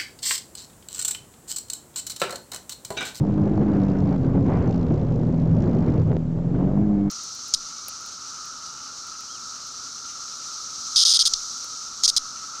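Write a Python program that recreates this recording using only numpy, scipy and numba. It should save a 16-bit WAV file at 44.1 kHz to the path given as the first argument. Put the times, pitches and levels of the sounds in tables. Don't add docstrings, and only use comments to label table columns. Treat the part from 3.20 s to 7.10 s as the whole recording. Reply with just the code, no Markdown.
import sys
import numpy as np
from scipy import signal
from scipy.io import wavfile
from scipy.ndimage import uniform_filter1d
from numba import njit

SR = 44100
rng = np.random.default_rng(int(sys.argv[2]) if len(sys.argv) > 2 else 0)


def persist_wave(psi):
    counts = np.round(np.clip(psi, -1, 1) * 32767).astype(np.int16)
    wavfile.write(sys.argv[1], SR, np.atleast_2d(counts).T)


def boost_factor(decibels):
    exponent = np.asarray(decibels, float) / 20
    return 10 ** exponent


N = 171990
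T_S = np.arange(N) / SR


def curve(table, axis=1):
    rows = np.array(table)
    return np.interp(T_S, rows[:, 0], rows[:, axis])


def unit(x):
    return x / np.sqrt(np.mean(x ** 2))


def noise():
    return rng.standard_normal(N)


@njit
def bandpass(x, hz, width_hz):
    y, band, low = np.empty(len(x)), 0., 0.
    g, k = np.tan(np.pi * hz / SR), width_hz / hz
    for i in range(len(x)):
        v = (band + g * (x[i] - low)) / (1 + g * (g + k))
        band, low, y[i] = 2 * v - band, low + 2 * g * v, k * v
    return y


def walk(rate_hz):
    hold = int(SR / rate_hz)
    steps = np.repeat(rng.standard_normal(N // 20), hold)[:N]
    return unit(uniform_filter1d(uniform_filter1d(steps, hold), hold))


# (centre [Hz], width [Hz], level [dB])
CHASSIS_MODES = [
    (108, 30, -3),
    (150, 36, -3),
]
# (time [s], level [dB])
RIDE_ROUGHNESS = [(0, -10), (.05, -28), (.2, -28), (.5, -33), (.78, -27), (1.08, -23.5), (1.32, -25),
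                  (1.45, -35), (1.65, -34.5), (2.22, -28.5), (2.41, -22), (2.52, -37.5), (2.7, -34),
                  (2.82, -15.5), (2.93, -24.5), (3.0, -31.5), (3.4, -35), (3.9, -35)]


def chassis():
    boom = 0
    for hz, width_hz, db in CHASSIS_MODES:
        mode = bandpass(bandpass(noise(), hz, width_hz), hz, width_hz)
        boom = boom + boost_factor(db) * unit(mode)
    return boom * boost_factor(curve(RIDE_ROUGHNESS))


# (time [s], level [dB])
GUST_LEVEL = [(0, -38), (.13, -34), (.35, -32), (.53, -34), (.68, -34.5), (.9, -31), (1.22, -33.5),
              (1.34, -30.5), (1.45, -30.5), (1.52, -33.5), (2.2, -34.5), (2.45, -32.5), (2.8, -32),
              (2.98, -33), (3.0, -44.5), (3.29, -38), (3.4, -32), (3.9, -41)]
# (time [s], lift [dB], half length [s])
GUST_PUFFS = [(0.406, 2, 0.012), (0.424, 3, 0.013), (0.732, -0.5, 0.0077), (0.965, 1.5, 0.022),
              (0.986, -6, 0.031), (1.061, 1, 0.0075), (1.155, 5.5, 0.0092), (1.177, 5, 0.0051),
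              (0.098, 2.5, 0.021), (0.559, 3, 0.0066), (0.845, -2.5, 0.018), (1.286, 1, 0.025),
              (1.394, 0, 0.014), (1.614, -0.5, 0.009), (1.896, 3, 0.0061), (1.952, 1, 0.015),
              (2.145, 1.5, 0.011), (2.434, 1.5, 0.012), (2.496, 2, 0.015), (2.544, 2.5, 0.0092),
              (2.616, 0.5, 0.017), (2.686, 5, 0.011), (3.197, 2.5, 0.0053), (3.4, 2.5, 0.007),
              (3.446, 5, 0.0054), (1.71, 9.5, 0.0066), (1.75, 0.5, 0.0039), (2.037, -1, 0.014),
              (2.076, 1, 0.0056), (2.813, 2.5, 0.0063), (2.862, -2.5, 0.041), (2.916, 2, 0.013),
              (2.971, -7.5, 0.018), (3.354, 6, 0.0082)]


def gusts():
    level_db = curve(GUST_LEVEL)
    for s, db, half_s in GUST_PUFFS:
        level_db = level_db + db * np.exp(-.5 * ((T_S - s) / half_s) ** 2)
    return level_db


# (frequency [Hz], level [dB per Hz])
WIND_SPECTRUM = [(30, -20), (50, -10), (110, -1.5), (220, -2), (450, -14.5), (900, -28.5), (1700, -43.5),
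                 (2900, -58)]
# (time [s], tilt [dB per octave])
GUST_BRIGHTNESS = [(0, -1.5), (.42, -0.5), (.55, 4.5), (.65, 2.5), (1.25, -0.5), (1.3, 4.5), (1.46, 2.5),
                   (1.52, 0), (1.9, -3), (2.8, 1), (3.0, -5), (3.9, 1)]


def wind(gust_db):
    wind_db, gust_tilt_per_octave, buffet_db, flicker_db = 12, .045, 1, 2
    buffet, bright = walk(90), curve(GUST_BRIGHTNESS)
    swing_db = gust_db - gust_db.mean()
    rows = np.array(WIND_SPECTRUM)
    out = 0
    for hz in 32 * np.sqrt(2) ** np.arange(14):
        band = bandpass(bandpass(bandpass(noise(), hz, hz / 2), hz, hz / 2), hz, hz)
        lean = 1 + gust_tilt_per_octave * np.log2(hz / 800)
        db = np.interp(np.log(hz), np.log(rows[:, 0]), rows[:, 1])
        db = db + lean * (swing_db + buffet_db * min(hz / 350, 1) * buffet)
        db = db + flicker_db * walk(min(55, hz / 4))
        if hz < 2500:
            db = db + bright * np.clip(np.log2(hz / 400), 0, 1.6)
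        out = out + boost_factor(db) * band
    return unit(out) * boost_factor(gust_db.mean() + wind_db)


# (centre [Hz], width [Hz], level [dB])
PANEL_MODES = [
    (2700, 1300, -.5),
    (4100, 1500, 0),
    (5400, 1700, -1),
]
# (time [s], rate [turns/s])
SHAFT_SPEED = [(0, 58.6), (.3, 48.69), (.45, 56.72), (.6, 61.37), (.75, 57.97), (.9, 56.57), (1.05, 58.8),
               (1.2, 53.68), (1.35, 56.2), (1.55, 59.55), (1.7, 53.13), (1.85, 55.68), (2.05, 54.09),
               (2.25, 52.87), (2.45, 55.81), (2.65, 52.15), (2.85, 51.45), (3.2, 45)]
# (time [s], level [dB])
RATTLE_LEVEL = [(0, -66.5), (.2, -62.5), (.45, -64.5), (.6, -58), (.75, -61), (.9, -60.5), (1.05, -63),
                (1.22, -65.5), (1.33, -60.5), (1.44, -61), (1.52, -54.5), (1.63, -62), (1.82, -62.5),
                (2.0, -63), (2.2, -63.5), (2.45, -59), (2.8, -60.5), (2.88, -65), (3.0, -84), (3.4, -71.5),
                (3.9, -79)]


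def rattle():
    scatter_db, colour_db, burst_s, grit_db = 1.2, 1.8, .0022, .4
    rate_hz = curve(SHAFT_SPEED)
    turns = np.cumsum(rate_hz) / SR + .52

    def per_turn(spread_db):
        return boost_factor(spread_db * rng.standard_normal(400))[turns.astype(int)]

    burst = np.exp(-.5 * ((turns % 1 - .5) / rate_hz / burst_s) ** 2)
    hits = per_turn(scatter_db) * burst
    ring = 0
    for hz, width_hz, db in PANEL_MODES:
        grit = per_turn(colour_db) * noise() * boost_factor(grit_db * rng.exponential(size=N))
        mode = bandpass(bandpass(hits * grit, hz, width_hz), hz, 2 * width_hz)
        ring = ring + boost_factor(db) * mode
    return unit(ring) * boost_factor(curve(RATTLE_LEVEL))


# (frequency [Hz], level [dB rms])
CAMERA_WHINES = [
    (6222, -87),
    (7500, -89),
    (7530, -81),
    (8470, -85),
]


def camera():
    hiss_db, hiss_hz, hiss_width_hz = -64, 4300, 7000
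    out = boost_factor(hiss_db) * unit(bandpass(noise(), hiss_hz, hiss_width_hz))
    for hz, db in CAMERA_WHINES:
        out = out + np.sqrt(2) * boost_factor(db) * np.sin(2 * np.pi * hz * T_S)
    return out


# (time [s], push [dB], push length [s])
MOUNT_JOLTS = [(.04, -32, .0002), (.0516, -30, .0002), (.11, -31, .0003), (.3785, -24, .00018),
               (.427, -30, .0002), (.7592, -30, .00025), (.8249, -27, .00025), (1.0724, -30, .00025),
               (1.0818, -28, .0003), (1.1708, -27, .0002), (1.3204, -31, .00015), (1.3739, -31, .00015),
               (1.5997, -32, .0002), (1.7092, -31, .0002), (1.7198, -25, .0004), (1.7514, -31, .0003),
               (1.8765, -33, .00025), (1.9652, -32, .00025), (2.0342, -29, .0002), (2.0842, -29, .00025),
               (2.1431, -31, .00025), (2.4265, -27, .00035), (2.549, -27, .00035), (2.6995, -26, .00035),
               (2.7761, -30, .00025), (2.9172, -23, .00022), (2.918, -44, .00004), (2.9293, -34, .00012),
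               (2.9672, -18, .00035), (2.9676, -41, .00003), (3.188, -34, .0002), (3.3442, -29, .00025),
               (3.3907, -31, .0002), (3.41, -29, .0002), (3.442, -28, .0003), (3.812, -54, .00003)]


def thumps():
    body_hz, body_width_hz = 450, 600
    push = np.zeros(N)
    for s, db, length_s in MOUNT_JOLTS:
        push -= boost_factor(db) / (1000 * length_s) * np.exp(-.5 * ((T_S - s) / length_s) ** 2)
    return bandpass(push, body_hz, body_width_hz)


# (time [s], firing rate [Hz], drone level [dB], third-order lift [dB])
ENGINE_RUN = [(0.0, 99, -41.5, 11.5), (0.09, 101.5, -23, -2), (0.5, 103.9, -24.5, 0),
              (0.6, 97.57, -21.5, -1), (0.9, 94.6, -26, 2.5), (1.01, 86.53, -28, 3), (1.25, 92, -31, 9.5),
              (1.42, 84.83, -27.5, 2), (1.61, 84.3, -26, 1.5), (1.8, 73.2, -25.5, -9.5),
              (2.06, 81.2, -27, 1), (2.24, 82.44, -21, -6.5), (2.54, 79.28, -29, 1),
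              (3.14, 82.1, -27.5, -3.5), (3.46, 91.6, -26, 0), (3.63, 104.2, -21, -2.5),
              (3.75, 101.5, -19.5, -3.5), (3.9, 99.6, -21, -1.5)]
# (multiple of firing rate [1], level [dB])
EXHAUST_ORDERS = [(.5, -14.5), (1, -13), (1.5, -4.5), (2, 0.5), (2.5, -15), (3, -3), (3.5, -24.5),
                  (4, -21.5), (5, -33), (5.5, -25), (6, -32), (6.5, -23), (7, -21.5), (7.5, -22)]
# (time [s], half-order lift [dB])
ENGINE_LOPE = [(0, -7), (.3, -0.5), (.55, -2), (.9, 2), (1.1, 9.5), (1.45, -0.5), (1.7, 3), (2.0, 3.5),
               (2.4, 0.5), (2.6, 4.5), (2.9, 3.5), (3.05, -2), (3.3, -2.5), (3.4, 7.5), (3.58, 7),
               (3.65, -10.5), (3.9, -10.5)]


def engine():
    wobble_db, wobble_hz, speed_jitter = 1.5, 16, .004
    muffler_hz, muffler_db_per_octave = 580, -14
    rasp_db, rasp_hz, rasp_width_hz, rasp_tail_turns = -50, 610, 507, .92
    firing_hz = curve(ENGINE_RUN, axis=1)
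    third_db, lope_db = curve(ENGINE_RUN, axis=3), curve(ENGINE_LOPE)
    turns = np.cumsum(firing_hz * (1 + speed_jitter * walk(25.082))) / SR
    drone = 0
    for order, db in EXHAUST_ORDERS:
        if order % 1:
            db = db + lope_db
        elif order == 3:
            db = db + third_db
        db = db + muffler_db_per_octave * np.maximum(np.log2(order * firing_hz / muffler_hz), 0)
        db = db + wobble_db * walk(wobble_hz)
        phase_turns = order * turns + .069 * walk(3.286)
        drone = drone + boost_factor(db) * np.cos(2 * np.pi * phase_turns)
    puffs = np.exp(-(turns % 1) / rasp_tail_turns) * noise()
    rasp = bandpass(bandpass(puffs, rasp_hz, rasp_width_hz), rasp_hz, 2 * rasp_width_hz)
    return np.sqrt(2) * boost_factor(curve(ENGINE_RUN, axis=2)) * drone + boost_factor(rasp_db) * unit(rasp)


# (time [s], gain change [dB], recovery [s])
GAIN_DIPS = [
    (0.442, -5, 0.013),
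    (.964, -5, 0.024),
    (1.1, -3, 0.045),
    (1.455, -6, 0.0076),
    (1.726, 2, 0.017),
    (1.986, 0.5, 0.012),
    (2.834, -9, 0.022),
    (2.945, 7, .02),
    (3.89, -19, 0.042),
]


def ducking():
    attack_s = .006
    gain_db = 0
    for s, db, recovery_s in GAIN_DIPS:
        after_s = np.maximum(T_S - s, 0)
        gain_db = gain_db + db * (1 - np.exp(-after_s / attack_s)) * np.exp(-(after_s / recovery_s) ** 2)
    return boost_factor(gain_db)


def gears():
    mesh_hz, level_db, start_s, rise_s = 2185, -64, 3.68, .06
    whine = np.sin(2 * np.pi * np.cumsum(mesh_hz * (1 + .004 * walk(15))) / SR)
    return boost_factor(level_db) * np.clip((T_S - start_s) / rise_s, 0, 1) * whine


def scene():
    ride = chassis() + wind(gusts()) + rattle() + engine() + gears()
    return (ducking() * ride + thumps() + camera())[None, :]


def low_pass(x):
    return signal.sosfilt(signal.butter(12, 8780, fs=SR, output="sos"), x)


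def record(dry):
    ceiling, knee, offset, top_hz = .335, 5.0, .0175, 7420
    biased = dry + offset
    held = biased / (1 + np.abs(biased / ceiling) ** knee) ** (1 / knee)
    lowpass = signal.cheby1(4, .5, top_hz, fs=SR, output="sos")
    mix = signal.sosfiltfilt(lowpass, held)
    return low_pass(mix)


dry = scene()
out = record(dry)
persist_wave(out)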